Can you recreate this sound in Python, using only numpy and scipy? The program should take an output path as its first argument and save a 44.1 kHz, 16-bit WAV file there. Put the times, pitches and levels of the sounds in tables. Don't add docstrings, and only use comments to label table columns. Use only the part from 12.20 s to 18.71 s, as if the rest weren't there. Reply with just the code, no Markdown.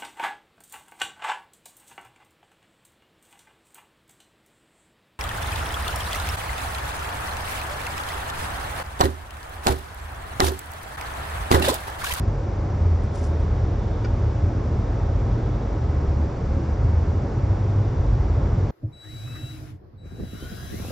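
import sys
import numpy as np
from scipy import signal
from scipy.fft import rfft, irfft
from scipy.io import wavfile
from scipy.ndimage import uniform_filter1d

SR = 44100
rng = np.random.default_rng(int(sys.argv[2]) if len(sys.argv) > 2 else 0)


def store_pcm(level_fs):
    pcm = np.round(np.clip(level_fs, -1, 1) * 32767).astype(np.int16)
    wavfile.write(sys.argv[1], SR, np.atleast_2d(pcm).T)


N = 287091


def from_db(db):
    return 10 ** (np.asarray(db) / 20)


def rms_one(x):
    return x / np.sqrt(np.mean(x ** 2) + 1e-20)


def in_time(rows):
    seconds, *columns = np.transpose(rows)
    t = np.arange(N) / SR
    return [np.interp(t, seconds, column) for column in columns]


def at_hz(points, hz):
    known_hz, values = np.transpose(points)
    return np.interp(np.log(hz + 1), np.log(known_hz + 1), values)


def lift_db(resonances, hz):
    return sum(lift / (1 + (2 * (hz - centre) / width) ** 2) for centre, width, lift in resonances)


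def drift(per_s):
    hz = np.fft.rfftfreq(N, 1 / SR)
    smooth = rfft(rng.standard_normal(N)) / (1 + (hz / per_s) ** 2)
    return rms_one(irfft(smooth, N))


def cabin_noise(spectrum, resonances=()):
    # pitch in Hz, likeness from 0 to 1.
    likeness_curve = [(45, .9999), (90, .999), (140, .996), (200, .98), (290, .92), (400, .96), (500, .78),
                      (565, .86), (620, .3), (690, .45), (860, .25), (1200, .68), (1600, .93), (1900, .98),
                      (2250, .92), (2600, .56), (3000, .3), (3400, .8), (4000, .8), (4450, .68),
                      (5400, .93), (6300, .85), (8000, .85)]
    # pitch in Hz, radians by which left leads.
    lead_curve = [(600, 0), (1120, .35), (1900, .05), (4800, .2), (5300, -.18), (6000, -.5), (7000, -1.15),
                  (8000, -1.65), (9000, -2.2)]
    # pitch in Hz, left minus right in dB.
    balance_curve = [(150, 0), (190, -0.5), (250, -1), (410, -1), (540, 0.5), (770, -1.5), (900, 0),
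                     (3000, 0), (5500, 0)]
    hz = np.fft.rfftfreq(N, 1 / SR)
    colour_db = at_hz(spectrum, hz) + lift_db(resonances, hz)
    alike, lead = at_hz(likeness_curve, hz), at_hz(lead_curve, hz)
    mid, side = rfft(rng.standard_normal((2, N)))
    sign = np.array([[1], [-1]])
    blend = np.sqrt(1 + alike) * mid + sign * np.sqrt(1 - alike) * side
    sides = blend * np.exp(.5j * sign * lead)
    sides /= np.sqrt(1 + alike * np.cos(lead))
    side_db = colour_db + sign * at_hz(balance_curve, hz) / 2
    pair = irfft(sides * from_db(side_db), N)
    return pair / pair.mean(axis=0).std()


def steadied(pair, window_s, share):
    window = max(int(window_s * SR), 1)
    power = uniform_filter1d(np.mean(pair ** 2, axis=0), window)
    even = pair / power ** (np.clip(share, 0, 1) / 2)
    return even / even.mean(axis=0).std()


def strike(hits, modes, spread_db):
    times, hit_db = np.transpose(hits)
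    chance_db = spread_db * rng.standard_normal((len(hits), len(modes)))
    strengths = from_db(hit_db[:, None] + chance_db)
    samples = np.round(times * SR).astype(int)
    ringing = np.zeros(N)
    for (hz, mode_db, t60), strength in zip(modes, strengths.T):
        taps = np.full(N, 1e-18)
        taps[samples] = strength * from_db(mode_db)
        decay = from_db(-60 / (t60 * SR))
        turn = 2 * np.pi * hz / SR
        ringing += signal.lfilter([0, np.sin(turn)], [1, -2 * decay * np.cos(turn), decay * decay], taps)
    return ringing


def drone(hz, level_db, orders, flutter_db, wobble):
    angle = 2 * np.pi * np.cumsum(hz) / SR + wobble * drift(2.9)
    tone = sum(from_db(db) * np.sin(k * angle + 2 * np.pi * rng.random()) for k, db in orders)
    return np.sqrt(2) * tone * from_db(level_db + flutter_db * drift(48))


def road_rumble():
    # time in seconds, rumble level in dB.
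    roughness = [(0, -22.5), (.36, -29), (.48, -23.5), (.74, -24), (.94, -28.5), (1.26, -25.5),
                 (1.48, -24.5), (1.6, -29), (2.2, -25.5), (2.8, -26.5), (3.15, -23), (3.32, -25),
                 (3.44, -28.5), (3.56, -25.5), (4.1, -23), (4.22, -27.5), (4.34, -23.5), (4.5, -24.5),
                 (4.7, -22), (5.04, -25.5), (5.12, -29.5), (5.25, -22), (5.48, -29), (5.7, -22.5),
                 (6.0, -21.5), (6.51, -23)]
    # pitch in Hz, relative density in dB.
    rumble_spectrum = [(12, -46), (21, -27), (26, -11), (33, -1), (40, -3), (50, 4.5), (60, 4), (78, 8.5),
                       (105, 1.5), (135, 0), (150, -4.5), (166, -14), (210, -22), (330, -64), (9000, -120)]
    level_db, = in_time(roughness)
    return from_db(level_db) * steadied(cabin_noise(rumble_spectrum), window_s=0.11, share=0.46)


def tyres():
    # pitch in Hz, relative density in dB.
    roar_spectrum = [(100, -17), (180, -0.16), (260, -3.5), (400, -5.5), (520, -8.5), (625, -13),
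                     (900, -16.5), (1200, -20), (1700, -26), (2200, -29), (2600, -37.5), (3600, -63),
                     (9000, -100)]
    # centre in Hz, width in Hz, lift in dB.
    cabin_air = [(316, 38, 2), (412, 19, 2.5), (551, 11, 4), (578, 24, 4.5), (680, 29, 3.5), (736, 22, 4),
                 (787, 33, 3), (855, 25, 3), (942, 80, 3), (1090, 63, 3), (1302, 49, 4), (1465, 39, 2.5),
                 (1620, 100, 2), (2910, 130, 8.5)]
    # time in seconds, gain in dB.
    low_roar = [(0, -1), (.3, -1), (.48, 0), (.8, -1.5), (1.22, -1), (1.6, 0), (2.1, -1), (2.38, 2.5),
                (2.85, -1.5), (3.1, 2.7), (3.6, -1), (4.25, 0.7), (4.44, 2.4), (4.65, -1.5), (5.05, 2),
                (5.4, -1), (5.85, -0.5), (6.51, 1.3)]
    # peak time in seconds, lift in dB.
    swells = [(.58, 0.5), (1.24, 0.5), (1.86, 0), (2.75, 1), (3.08, 1), (3.53, 0.5), (3.77, 0.7),
              (4.7, 0.9), (5.33, 1), (6.24, 1.5)]
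    roar_db, split_hz = -32.5, 380
    swell_s = .09
    roar = from_db(roar_db) * steadied(cabin_noise(roar_spectrum, cabin_air), window_s=0.57, share=0.21)
    t = np.arange(N) / SR
    low_db, = in_time(low_roar)
    swell_db = sum(db * np.exp(-((t - s) / swell_s) ** 2) for s, db in swells)
    split = signal.butter(2, split_hz, "high", fs=SR, output="sos")
    upper = signal.sosfiltfilt(split, roar)
    low = roar - upper
    return low * from_db(low_db) + upper * from_db(swell_db)


def air():
    # pitch in Hz, relative density in dB.
    hiss_spectrum = [(1500, -9), (2600, 0.5), (3100, -3), (3400, -1.5), (3900, -3), (4400, -2),
                     (4700, -1.5), (5700, -0.5), (6300, -5.5), (7300, -8.5), (8000, -18.5), (8600, -30.5),
                     (9700, -25.5), (10800, -54.5)]
    # time in seconds, level in dB.
    seal_level = [(0, -70), (.65, -73), (.95, -63), (1.5, -65), (1.75, -63), (2.3, -68), (2.8, -67),
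                  (3.15, -62.5), (3.55, -66), (3.8, -71), (5.1, -71), (5.7, -65), (6.51, -66)]
    # pitch in Hz, relative density in dB.
    seal_spectrum = [(2400, -24), (3000, -6), (3450, 0), (3800, -3), (4600, -24), (9000, -60)]
    hiss_db, flutter_db = -56.5, 1
    hiss = from_db(hiss_db) * cabin_noise(hiss_spectrum)
    seal_db, = in_time(seal_level)
    waver_db = flutter_db * drift(9)
    return hiss + from_db(seal_db + waver_db) * cabin_noise(seal_spectrum)


def engine():
    # time in seconds, firing note in Hz, level in dB.
    firing = [(0, 97, -23.5), (.33, 95.5, -37.5), (.47, 94.94, -30.5), (.56, 89.4, -35), (.68, 85.3, -15),
              (.88, 79.6, -40), (1.03, 78.7, -29), (1.2, 76.94, -23.5), (1.6, 80, -32.5), (1.95, 78.7, -26),
              (2.35, 79.03, -32.5), (2.55, 81, -31), (2.95, 82.2, -24.5), (3.47, 74.9, -48),
              (3.7, 72.6, -20), (3.95, 72.27, -24), (4.2, 72.8, -27), (4.55, 75.5, -25.5),
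              (4.72, 80.47, -22), (4.97, 88.36, -21.5), (5.12, 92.63, -37), (5.24, 95.47, -20.5),
              (5.4, 97.24, -24.5), (5.58, 100.1, -17), (5.72, 98.4, -32.5), (6.25, 95.3, -29),
              (6.42, 95.8, -18), (6.51, 96.2, -24)]
    hz, level_db = in_time(firing)
    engine_orders = [(1 / 2, -13), (1, -.7), (2, -24)]
    return drone(hz, level_db, engine_orders, flutter_db=2.0, wobble=.3)


def wheels():
    # time in seconds, turns per second, boom level in dB, drone level in dB.
    rolling = [(0, 8.9, -31.5, -42.5), (1.15, 9.1, -36, -41), (1.36, 9.3, -29.5, -31.5),
               (1.65, 9.25, -30.5, -35.5), (1.9, 9.2, -31, -31), (2.25, 9.25, -31, -31),
               (2.4, 9.3, -35, -35), (2.85, 9.35, -29, -34.5), (3.15, 9.7, -29.5, -29.5),
               (3.4, 10.1, -35.5, -33), (3.6, 10.4, -37, -37), (4.95, 10, -48, -43.5),
               (5.3, 10.1, -33, -33.5), (5.65, 10.1, -36.5, -32), (5.95, 10.1, -30, -37),
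               (6.25, 10.1, -36, -32), (6.51, 10, -38, -39)]
    multiples = (4.9, 11.76)
    # centre in Hz, width in Hz, lift in dB.
    shell = [(51, 4.1, 6.5), (109.3, 16, 4)]
    turns_per_s, *levels_db = in_time(rolling)
    hum = np.zeros(N)
    for multiple, level_db in zip(multiples, levels_db):
        hz = multiple * turns_per_s
        hum += drone(hz, level_db + lift_db(shell, hz), [(1, 0.0023)], flutter_db=2.5, wobble=0.41)
    return hum


def sleeve():
    # peak time in seconds, level in dB, seconds to rise by 60 dB, seconds to fall by 60 dB.
    strokes = [(.848, -63, .1, .1), (.958, -52.5, .12, .2), (.998, -56, .09, .22), (1.042, -52, .04, .24),
               (1.203, -60, .06, .15)]
    # pitch in Hz, relative density in dB.
    cloth_spectrum = [(1500, -16), (3200, -9), (4200, -9), (5200, 1), (6300, -3), (7300, -5), (8500, -11),
                      (9600, -12), (11300, -21), (12700, -35), (15000, -33)]
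    # start in seconds, level in dB.
    ticks = [(.605, -60), (.8365, -50.5), (.942, -54), (.947, -53)]
    # pitch in Hz, relative density in dB.
    tick_spectrum = [(2500, -14), (6000, 0), (9000, -3), (11000, -15), (15000, -17)]
    tick_s = .001
    t, pressure = np.arange(N) / SR, np.zeros(N)
    for peak_s, peak_db, rise_s, fall_s in strokes:
        away = np.maximum((t - peak_s) / fall_s, (peak_s - t) / rise_s)
        pressure += from_db(peak_db - 60 * np.minimum(away, 2))
    grain_db = 3 * drift(300) + 1.2 * drift(60)
    snags = np.zeros(N)
    for start_s, db in ticks:
        fade = np.exp(-np.minimum(np.abs(t - start_s) / tick_s, 20))
        snags += from_db(db) * (t >= start_s) * fade
    scrapes = pressure * from_db(grain_db) * cabin_noise(cloth_spectrum)
    return scrapes + snags * cabin_noise(tick_spectrum)


def bumps():
    # time in seconds, strength in dB.
    jolts = [(1.435, -21), (2.235, -23.5), (2.51, -20), (4.645, -18.5), (5.585, -21), (5.925, -21)]
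    # pitch in Hz, strength in dB, seconds to die away by 60 dB.
    body_modes = [(52.5, -4, 0.13), (88.7, 0, 1), (102.2, -0.5, 0.39), (129, -17.5, 0.2)]
    cushion = signal.butter(2, 170, fs=SR, output="sos")
    return signal.sosfilt(cushion, strike(jolts, body_modes, spread_db=1.5))


def trim():
    # time in seconds, strength in dB.
    contacts = [(1.8464, -42), (1.8485, -46), (1.8502, -40), (1.8525, -44), (1.8546, -45), (1.8574, -51)]
    # pitch in Hz, strength in dB, seconds to die away by 60 dB.
    trim_modes = [(410, 11, .018), (620, 7, .014), (1030, 5, .016), (1443, 5, .034), (1800, 0, .01),
                  (2290, -1, .018), (2600, -5.5, .014), (2850, -6.5, .014), (3400, -14, .007),
                  (4680, -4, .016), (4860, -5, .013), (5120, -3, .016), (5480, -4, .012), (5990, -10, .008),
                  (6535, -12, .008), (7300, -11, .006)]
    softness = signal.butter(5, 5900, fs=SR, output="sos")
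    click = signal.sosfilt(softness, strike(contacts, trim_modes, spread_db=1.5))
    t = np.arange(SR // 10) / SR
    echoes = rng.standard_normal((2, len(t))) * np.exp(-t / 0.017)
    echoes /= np.linalg.norm(echoes, axis=1, keepdims=True)
    scattered = signal.fftconvolve(click[None], echoes)[:, :N]
    return click + from_db(-6) * scattered


def scene():
    ride = road_rumble() + tyres() + air() + engine() + wheels()
    return ride + sleeve() + bumps() + trim()


def record(dry):
    low_cut_hz, cutoff_hz, ease_s = 24, 15140, .003
    to_nearest_end = np.minimum(np.arange(N), np.arange(N)[::-1])
    ease = np.clip(to_nearest_end / (ease_s * SR), 0, 1)
    thinned = signal.sosfilt(signal.butter(2, low_cut_hz, "high", fs=SR, output="sos"), dry * ease)
    return signal.sosfilt(signal.butter(10, cutoff_hz, fs=SR, output="sos"), thinned)


dry = scene()
out = record(dry)
store_pcm(out)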